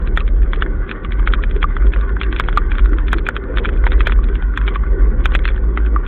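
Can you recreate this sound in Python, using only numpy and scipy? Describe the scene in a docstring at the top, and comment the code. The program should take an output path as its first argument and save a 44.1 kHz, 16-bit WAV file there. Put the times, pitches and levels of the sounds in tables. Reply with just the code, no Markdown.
"""Motoring through rain and choppy water

A sailing boat runs on its engine, heard from inside a waterproof case at the bow.
The engine throbs below, wind buffets the case and shakes its mount, and water washes along the hull.
Rain and spray tick on the case and make it ring; heavy lumps of water shove it.
Its wall shuts out the treble, and the hardest drops overload the microphone with thin, bright clicks."""
import sys
import numpy as np
from scipy import signal
from scipy.fft import rfft, irfft, next_fast_len
from scipy.io import wavfile
from scipy.ndimage import uniform_filter1d, minimum_filter1d, map_coordinates

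SR = 44100
rng = np.random.default_rng(int(sys.argv[2]) if len(sys.argv) > 2 else 0)


def transcribe(u):
    """Save the signal u as a 16-bit wav file named by the first command-line argument.

    u: samples, shape (n,) or (channels, n), limited to [-1, 1]; the rate is SR.
    q: integer samples, one column per channel.
    """
    v = np.clip(np.atleast_2d(u).T, -1, 1)
    q = np.round(v * 32767).astype(np.int16)
    wavfile.write(sys.argv[1], SR, q)


N = 267687
TIME = np.arange(N) / SR


def amp(db):
    """Turn decibels (dB) into a number to multiply a sound by."""
    return 10 ** (np.asarray(db) / 20)


def unit(x):
    """Scale a sound to an average strength (rms) of 1."""
    return x / np.sqrt(np.mean(x ** 2) + 1e-20)


def curve(rows):
    """Join (seconds, value) points with straight lines, one value per sample."""
    return np.interp(TIME, *np.transpose(rows))


def wobble(rate):
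    """A smooth curve through `rate` random values a second."""
    return map_coordinates(rng.standard_normal(int(N * rate / SR) + 4), [TIME * rate])


def filtered(x, response):
    """Turn each frequency up or down by the gain that response(hz) gives."""
    size = next_fast_len(N + SR // 2)
    return irfft(rfft(x, size) * response(np.fft.rfftfreq(size, 1 / SR)), size)[:N]


def coloured(x, spectrum):
    """Shape a sound's lows and highs by (Hz, dB) points, then scale it to strength 1."""
    points_hz, db = np.transpose(spectrum)
    log_hz = np.log(points_hz)
    return unit(filtered(x, lambda hz: amp(np.interp(np.log(hz + 1), log_hz, db, left=-120, right=-120))))


def rush(spectrum, patchy_db):
    """Shaped noise with random louder and softer patches across time and pitch."""
    cells = signal.stft(rng.standard_normal(N), nperseg=1024)[2]
    patches = uniform_filter1d(rng.standard_normal(cells.shape), size=4, axis=0)
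    patches = unit(uniform_filter1d(patches, size=7, axis=1))
    noise = signal.istft(cells * amp(patchy_db * patches), nperseg=1024)[1][:N]
    return coloured(noise, spectrum)


def tone(hz):
    """A pure tone of strength 1 that follows a changing pitch."""
    return np.sqrt(2) * np.sin(2 * np.pi * (np.cumsum(hz) / SR + rng.random()))


def add(track, s, sound):
    """Mix a sound into the track, starting at s seconds."""
    start = max(round(s * SR), 0)
    part = track[start:start + len(sound)]
    part += sound[:len(part)]


# The hull's hum. Each row: time in seconds, relative level in dB.
HUM_LEVELS = [(0.0, -15.5), (1.64, -30.5), (1.86, -13.5), (2.59, -21.5), (3.21, -18.5), (3.38, -51),
              (3.5, -16.5), (3.92, -15), (4.21, -30.5), (4.34, -18), (5.99, -14.5), (6.07, -50)]
# The engine's steady tones. Each row: vibrations per turn of the shaft, level in dB.
ENGINE_TONES = [(1, -44.5), (5, -52.5), (6, -41.5), (9, -54.5), (10, -46), (11, -64.5), (13, -45.5),
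                (16, -55), (17, -46.5), (22, -47.5)]

def engine(turns_per_s=17.8, beat_s=1.233, first_crest_s=0.32):
    """Two firings a turn throb through the hull, swelling and fading against a slightly slower shake."""
    shaft_hz = turns_per_s * (1 + 0.00406 * wobble(1.8))
    firing = 2 * np.pi * (np.cumsum(2 * shaft_hz) / SR + rng.random())
    lag = 2 * np.pi * (TIME - first_crest_s) / beat_s
    swing = amp(-20.5) * np.exp(1j * firing) + amp(-22.5) * np.exp(1j * (firing - lag))
    octave = amp(1) * swing ** 2  # twice the pitch, growing faster than the throb itself
    throb = np.sqrt(2) * np.imag(swing + octave)
    hum = tone(3 * shaft_hz)
    tones = sum(amp(db + 1.1 * wobble(2.9)) * tone(round(per_turn) * shaft_hz)
                for per_turn, db in ENGINE_TONES)
    hum_db = curve(HUM_LEVELS) - 2.33 + 2.5 * wobble(2.7)
    return throb + amp(hum_db) * hum + tones


# How hard the gusts shake the mount. 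Each row: time in seconds, relative level in dB.
GUST_LEVELS = [(0.0, -41), (0.32, -12.5), (0.37, -8.5), (0.56, -23.5), (0.81, -28), (0.86, -36.5),
               (1.2, -10), (1.77, -22.5), (1.84, -8.5), (2.65, -31.5), (2.86, -4.5), (3.16, -32.5),
               (4.21, -9), (4.36, -15), (5.11, -10.5), (5.27, -34), (5.99, -17), (6.07, -34.5)]
# The wind's rumble. Each row: frequency in Hz, relative level in dB.
RUMBLE_SPECTRUM = [(10, -15.5), (25, -7), (42, 5.5), (57, 6), (75, -4.5), (110, -10), (200, -15),
                   (400, -30.5), (900, -47.5)]

def wind(mount_hz=47.2):
    """Swirls of air push on the case and keep its mount shaking near one low pitch."""
    shake_db = curve(GUST_LEVELS)
    mount = amp(shake_db - 3.3) * tone(mount_hz + 0.976 * wobble(5.8))
    rumble_db = -24.5 + 0.022 * (shake_db - shake_db.mean()) + 2.0 * wobble(7.4)
    return mount + amp(rumble_db) * rush(RUMBLE_SPECTRUM, patchy_db=0.0)


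def gurgles(count, fade_s=0.088):
    """Bubbles by the hull sound short low notes that rise as they near the surface."""
    out, t = np.zeros(N), np.arange(SR // 10) / SR
    for when, pitch, size in rng.random((count, 3)):
        hz = 255 + 220 * pitch
        note = np.sin(2 * np.pi * hz * t * (1 + 2.8 * t)) * (1 - np.exp(-t / 0.0019))
        add(out, when * N / SR, amp(12 * size ** 2 - 60 * t / fade_s) * note)
    return unit(out)


# Swells and lulls of the wash: waves on the hull, and the churn under the heavy drop near 5.33 s. Each row:
# middle in seconds, change in dB, half length in seconds.
WAVE_SWELLS = [(0.123, 1.5, 0.016), (0.655, 6, 0.031), (0.78, -3, 0.04), (1.342, 3, 0.11),
               (1.866, 3, 0.025), (2.19, -4, 0.03), (2.94, 5, 0.027), (3.15, 3, 0.041), (3.618, 3.5, 0.12),
               (3.845, 2.5, 0.54), (4.48, -4.5, 0.28), (4.72, 5, 0.033), (5.026, 5.5, 0.093),
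               (5.33, 3.5, .08), (5.936, 5.5, 0.029)]
# The churning water. Each row: frequency in Hz, relative level in dB.
WASH_SPECTRUM = [(90, -17.5), (180, -9), (232, 0.5), (258, -5.5), (292, -0.5), (325, -3.5), (388, 2.5),
                 (465, -10), (505, -4.5), (560, -12.5), (700, -20), (1000, -20.5), (2000, -47.5),
                 (4000, -67.5)]

def wash():
    """The bow wave churns and gurgles along the hull, sounding hollow through the case."""
    bubbles = amp(-9) * gurgles(count=220)
    swell_db = sum(db * np.exp(-((TIME - s) / half_s) ** 2) for s, db, half_s in WAVE_SWELLS)
    level_db = -34 + swell_db + 0.37 * wobble(13.0)
    return amp(level_db) * (rush(WASH_SPECTRUM, patchy_db=2.5) + bubbles)


# The notes the case rings with. Each row: pitch in Hz, relative level in dB, seconds to fade by 60 dB.
CASE_NOTES = [(420, -23.5, 0.0042), (954, -12.5, 0.0093), (1144, -7, 0.0082), (1503, -0.5, 0.0081),
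              (1906, -11, 0.012), (2360, -3.5, 0.015), (2750, -9.5, 0.0039), (3237, -5.5, 0.013),
              (3622, -7, 0.0092)]

def case_ring(tuning, bright_db):
    """One blow rings the case briefly, a little differently with each landing spot and film of water."""
    t = np.arange(SR // 32) / SR
    hz, note_db, fade_s = np.transpose(CASE_NOTES)
    detune, scatter, damping = rng.standard_normal((3, len(hz)))
    pitch = hz * (tuning / 1500) ** 0.5 * (1 + 0.053 * detune)
    strength = (-1) ** np.arange(len(hz)) * amp(note_db + 3 * scatter)
    life_s = fade_s * np.exp(0.18 * damping)
    shape = amp(-60 * t / life_s[:, None]) * (1 - np.exp(-t / 0.00042))
    notes = strength[:, None] * shape * np.sin(2 * np.pi * pitch[:, None] * t)
    lows = unit(notes[hz < 2200].sum(axis=0))
    highs = unit(notes[hz > 2200].sum(axis=0))
    ring = lows + amp(bright_db) * highs
    return ring / np.sqrt(np.mean(ring[t < .005] ** 2))  # strength 1 over the first 5 milliseconds


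# The water's hiss. Each row: time in seconds, relative level in dB.
HISS_LEVELS = [(0.0, -40.5), (0.12, -40), (0.25, -41.5), (0.51, -38), (0.74, -38.5), (1.69, -37.5),
               (1.76, -37.5), (2.18, -38), (2.69, -36), (3.01, -37.5), (3.2, -40.5), (3.46, -38),
               (3.99, -37), (4.29, -40), (4.62, -36.5), (4.95, -38), (5.82, -40), (6.07, -37.5)]
# The patter that makes up the hiss. Each row: frequency in Hz, relative level in dB.
PATTER_SPECTRUM = [(500, -13.5), (830, -12.5), (1030, -1), (1160, 4.5), (1280, -5), (1490, 7), (1650, -3.5),
                   (1850, -3), (2130, -7), (2280, -13.5), (2500, -19), (2800, -25.5), (3300, -21.5),
                   (3800, -29.5), (4500, -44)]

def drizzle(count, spread_db, follow_share=0.61, mean_delay_s=0.024):
    """Fine droplets tap the case, at random or just after drops, over a hiss of countless more."""
    taps = np.zeros(N)
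    for when, follows, size, pitch, bright in rng.random((count, 5)):
        after_drop = DROP_HITS[int(when * len(DROP_HITS))][0] + rng.exponential(mean_delay_s)
        s = after_drop if follows < follow_share else when * N / SR
        ring = case_ring(tuning=1150 + 700 * pitch, bright_db=-20 + 15 * bright)
        add(taps, s, amp(-38.5 + spread_db * size ** 3) * ring)
    grain = amp(2 * wobble(300))
    patter = unit(grain * rush(PATTER_SPECTRUM, patchy_db=3.5))
    hiss_db = curve(HISS_LEVELS) - 1.5 + 2.2 * wobble(30)
    return taps + amp(hiss_db) * patter


# Drops striking the case. Each row: start in seconds, relative level in dB,
# tuning (1500 is the case's usual pitch, more is higher), relative brightness in dB.
DROP_HITS = [(0.0737, -32, 1660, -2.0), (0.174, -14, 1550, -8.5), (0.1974, -36, 1500.0, -4),
             (0.2048, -30, 1760, 5), (0.278, -32.5, 1585, -3), (0.4305, -41, 1480, -5),
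             (0.533, -20, 1480.0, -8.5), (0.5592, -36, 1580.0, -4), (0.6225, -14.0, 1435, -11.5),
             (0.6623, -29, 1740, -30), (0.8927, -29.5, 1560.0, -1.5), (0.913, -21.5, 1550, -4.5),
             (0.923, -36, 1430, -16.5), (1.0472, -30.5, 1290.0, -3.5), (1.1211, -28, 1660, 0),
             (1.1938, -35, 1250, -7), (1.2742, -15.0, 1514, -7.5), (1.3365, -15, 1530, -7),
             (1.437, -22.5, 1570, -6.0), (1.511, -33.5, 1650, -3.5), (1.5634, -34, 1700.0, -4.5),
             (1.6282, -15.5, 1365, -4), (1.7664, -21.5, 1370, -19), (1.8678, -34.0, 1550.0, -9),
             (1.9359, -24.5, 1680, -3.5), (1.9613, -26, 1470.0, -21), (2.0107, -36, 1620.0, -4),
             (2.1671, -25, 1330, -39), (2.2133, -19.5, 1620, -2.5), (2.2329, -25, 1820, 1),
             (2.3266, -24.5, 1560, -5.5), (2.363, -25.5, 1500, 1.5), (2.398, -10.5, 1510.0, -9.0),
             (2.4608, -38, 1670.0, -15), (2.4858, -18.5, 1484, -9), (2.5275, -27, 1500.0, -15),
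             (2.5741, -9, 1500.0, -11), (2.618, -32, 1390, -39), (2.7171, -23, 1540.0, -6),
             (2.7528, -29, 1620.0, -11.5), (2.7831, -24, 1480.0, -8), (2.7935, -27.5, 1300.0, -5),
             (2.858, -28, 1630.0, -13), (2.932, -27.5, 1640.0, -20.5), (2.9849, -26.5, 1700.0, -12.5),
             (3.082, -28, 1620, 0), (3.1303, -9.5, 1556, -11), (3.143, -28, 1560, -26),
             (3.184, -27, 1710.0, -4), (3.2659, -21.5, 1590.0, -0.5), (3.288, -12.5, 1490, -16.5),
             (3.298, -40, 1480, -22), (3.3651, -19.5, 1520, -8.0), (3.5722, -20, 1496, -6.5),
             (3.5835, -21, 1560, -1.5), (3.6484, -22, 1560.0, -10.5), (3.6548, -18, 1470, -5.0),
             (3.69, -23.5, 1520, -12), (3.736, -40.5, 1500.0, -2.5), (3.773, -43, 1500.0, 3.5),
             (3.8395, -26, 1650, -20), (3.8669, -14.5, 1590, -11), (3.919, -22, 1580, -3),
             (3.931, -30, 1510.0, -7), (4.0061, -18, 1866, -7), (4.0701, -8, 1530, -9.0),
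             (4.0956, -24.5, 1580.0, -16.5), (4.1212, -22, 1520.0, -5.5), (4.2406, -35.5, 1510, -1.0),
             (4.2867, -37, 1490, -2.5), (4.3543, -31.5, 1410.0, -2), (4.4237, -30.5, 1400.0, -11.5),
             (4.5385, -32, 1500, -26), (4.5743, -17, 1500, -9.5), (4.614, -28.5, 1570, -14),
             (4.6783, -21, 1438, -1), (4.6832, -24.5, 1480.0, 0), (4.7485, -32, 1600, -8.5),
             (4.7563, -26.5, 1394, -4.5), (5.2565, -12.5, 1458, -6), (5.3198, -30.5, 1290, -9.5),
             (5.3505, -7.5, 1495, -5.5), (5.4535, -18, 1700.0, -6.5), (5.4781, -23, 1760, -3),
             (5.487, -24.5, 1476, -3.5), (5.503, -36.5, 1500.0, -8), (5.5614, -37.5, 1370.0, -8),
             (5.5781, -32, 1630.0, -20), (5.7742, -18, 1520, -18.5), (5.862, -35.5, 1500.0, -5),
             (6.0643, -36, 1410, 1)]

def drops(splash_fade_s=0.04, mean_flight_s=0.0091):
    """Each drop knocks the case, slaps again as it collapses, and throws a splash and two droplets."""
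    out, t = np.zeros(N), np.arange(SR // 16) / SR
    for s, level_db, tuning, brightness_db in DROP_HITS:
        knock_db, bright_db = level_db + 1.06, brightness_db + 1
        splash_bright_db = bright_db + 4  # tiny blows favour the higher notes
        add(out, s, amp(knock_db) * case_ring(tuning, bright_db))
        slap_s = s + rng.uniform(0.0029, 0.008)
        add(out, slap_s, amp(knock_db - 13) * case_ring(tuning, bright_db))
        tiny_blows = rng.laplace(size=len(t))
        splash = unit(signal.fftconvolve(tiny_blows, case_ring(tuning, splash_bright_db))[:len(t)])
        add(out, s, amp(knock_db - 12 - 60 * t / splash_fade_s) * splash)
        for flight_s in rng.exponential(mean_flight_s, size=2):
            add(out, s + flight_s, amp(knock_db - 23.5) * case_ring(tuning, splash_bright_db))
    return out


# The fizz around a knock. Each row: frequency in Hz, relative level in dB.
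FIZZ_SPECTRUM = [(900, -14.5), (1500, -0.5), (2000, -0.5), (2400, 1), (2800, -5), (3300, 0), (4200, -10)]

def fizz(half_length_s=0.013, middling_db=-20.5, grains_per_s=2500):
    """A soft, grainy fizz surrounds each drop's knock, louder when the knock has more treble."""
    power, t = np.zeros(N), np.arange(-SR // 20, SR // 20) / SR
    for s, level_db, _, bright_db in DROP_HITS:
        treble_db = level_db + bright_db - 10 * np.log10(1 + amp(bright_db) ** 2)
        fizz_db = middling_db - 13 + 0.76 * (treble_db - middling_db)
        add(power, s + t[0], amp(fizz_db) ** 2 * np.exp(-(t / half_length_s) ** 4))
    grains = rng.standard_normal(N) * (rng.random(N) < grains_per_s / SR)
    return np.sqrt(power) * coloured(grains, FIZZ_SPECTRUM)


# Clicks of overload. Each row: start in seconds, relative peak level in dB.
OVERLOAD_CLICKS = [(0.1736, -36), (1.2, -57), (1.338, -55.5), (1.631, -54), (2.398, -22), (2.575, -19),
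                   (2.8924, -46), (3.1308, -19.5), (3.288, -25.5), (3.8672, -54), (3.9575, -56),
                   (4.009, -49), (4.0724, -22.5), (4.188, -52), (4.5755, -33.5), (5.256, -26.5),
                   (5.3516, -24)]
# The noise in a click. Each row: frequency in Hz, relative level in dB.
CLICK_SPECTRUM = [(3500, -5), (4700, -1.5), (7000, -7), (10000, -12.5), (16000, -26)]

def overload_clicks(fade_s=0.0045):
    """Brief, thin, bright clicks of overload, on the hardest knocks and a few rumble peaks."""
    out, t = np.zeros(N), np.arange(SR // 100) / SR
    noise = coloured(rng.standard_normal(N), CLICK_SPECTRUM)
    for s, db in OVERLOAD_CLICKS:
        click = noise[round(s * SR):][:len(t)] * amp(-60 * t / fade_s)
        add(out, s, amp(db + 1.5) * click / np.abs(click).max())
    return out


# Heavy lumps of water. Each row: middle in seconds, peak level in dB.
THUD_HITS = [(0.176, -22), (2.3995, -13), (3.133, -14.5), (3.290, -26), (4.072, -11), (5.2578, -15.5),
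             (5.352, -6.5)]

def thuds(centre_hz=436):
    """Each lump of water shoves the whole case: one low push with no ring."""
    out = np.zeros(N)
    for s, db in THUD_HITS:
        phase = 2 * np.pi * centre_hz * (TIME - s)
        out += amp(db) * phase * np.exp((1 - phase ** 2) / 2)
    return out


# Air gulped against the hull. Each row: start in seconds, relative peak level in dB, first pitch in Hz.
AIR_POCKETS = [(0.652, -22, 309), (1.562, -19.5, 402), (1.846, -16, 374), (1.961, -27, 496),
               (2.111, -22, 380), (2.922, -16.5, 296), (3.163, -19, 336), (3.605, -27, 283),
               (3.915, -23.5, 386), (4.067, -31, 356), (4.299, -20.5, 380), (4.973, -28.5, 353)]

def sloshes(rise_s=0.00067, fade_s=0.12):
    """A trapped pocket of air sounds one hollow, unsteady, slightly rising note."""
    out, t = np.zeros(N), np.arange(SR // 6) / SR
    shape = (1 - np.exp(-t / rise_s)) * amp(-60 * t / fade_s)
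    for s, db, hz in AIR_POCKETS:
        phase = 2 * np.pi * (hz * t * (1 + 1.2 * t) + rng.random())
        waver = 0.69 * wobble(150)[:len(t)]
        add(out, s, amp(db - 1.5) * shape / shape.max() * np.sin(phase + waver))
    return out


# Fat drops. Each row: start in seconds, relative level in dB, pitch in Hz that the note settles near.
FAT_DROPS = [(1.049, -22.5, 1170), (1.196, -24, 1190), (1.642, -6.5, 1182), (2.5735, 0, 1189),
             (2.79, -29, 1090), (4.189, -22.5, 1146), (4.759, -13.5, 1134), (4.836, -24, 1150),
             (5.962, -9, 1178)]

def plops(rise_s=0.00044, fade_s=0.032):
    """A fat drop plops with one fading note that starts high and quickly sags."""
    out, t = np.zeros(N), np.arange(SR // 12) / SR
    sag = 0.998 + 0.2 * np.exp(-t / 0.00058)
    shape = (1 - np.exp(-t / rise_s)) * amp(-60 * t / fade_s)
    for s, db, hz in FAT_DROPS:
        phase = 2 * np.pi * np.cumsum(hz * sag) / SR
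        add(out, s, amp(db + 3.0) * shape * np.sin(phase))
    return out


def overloaded(x, limit=0.96):
    """The hardest knocks overload the microphone and flatten at their tips."""
    return x / (1 + np.abs(x / limit) ** 30) ** (1 / 30)


# What the wall of the case lets through. Each row: frequency in Hz, change of level in dB.
WALL_RESPONSE = [(3400, 0.5), (3850, -6), (4250, -6.5), (4700, -24), (6000, -75.5)]

def through_wall(x):
    """The wall of the case shuts out the treble."""
    return filtered(x, lambda hz: amp(np.interp(hz, *np.transpose(WALL_RESPONSE))))


def scene():
    """All the sounds mix into one channel; the wall muffles everything but the overload clicks."""
    around = engine() + wind() + wash() + sloshes() + thuds() + fizz() + drizzle(count=70, spread_db=3.5)
    knocks = overloaded(drops() + plops())
    return (through_wall(around + knocks) + overload_clicks())[None]


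def record(dry, ceiling=0.85, window_s=0.002, top_hz=16500):
    """A quick limiter turns down peaks that pass the ceiling, then the very highest treble is cut."""
    size = round(window_s * SR)
    needed_gain = ceiling / np.maximum(np.abs(dry[0]), ceiling)
    gain = uniform_filter1d(minimum_filter1d(needed_gain, size), size)
    return filtered(gain * dry[0], lambda hz: 1 / (1 + (hz / top_hz) ** 30))[None]


dry = scene()
out = record(dry)
transcribe(out)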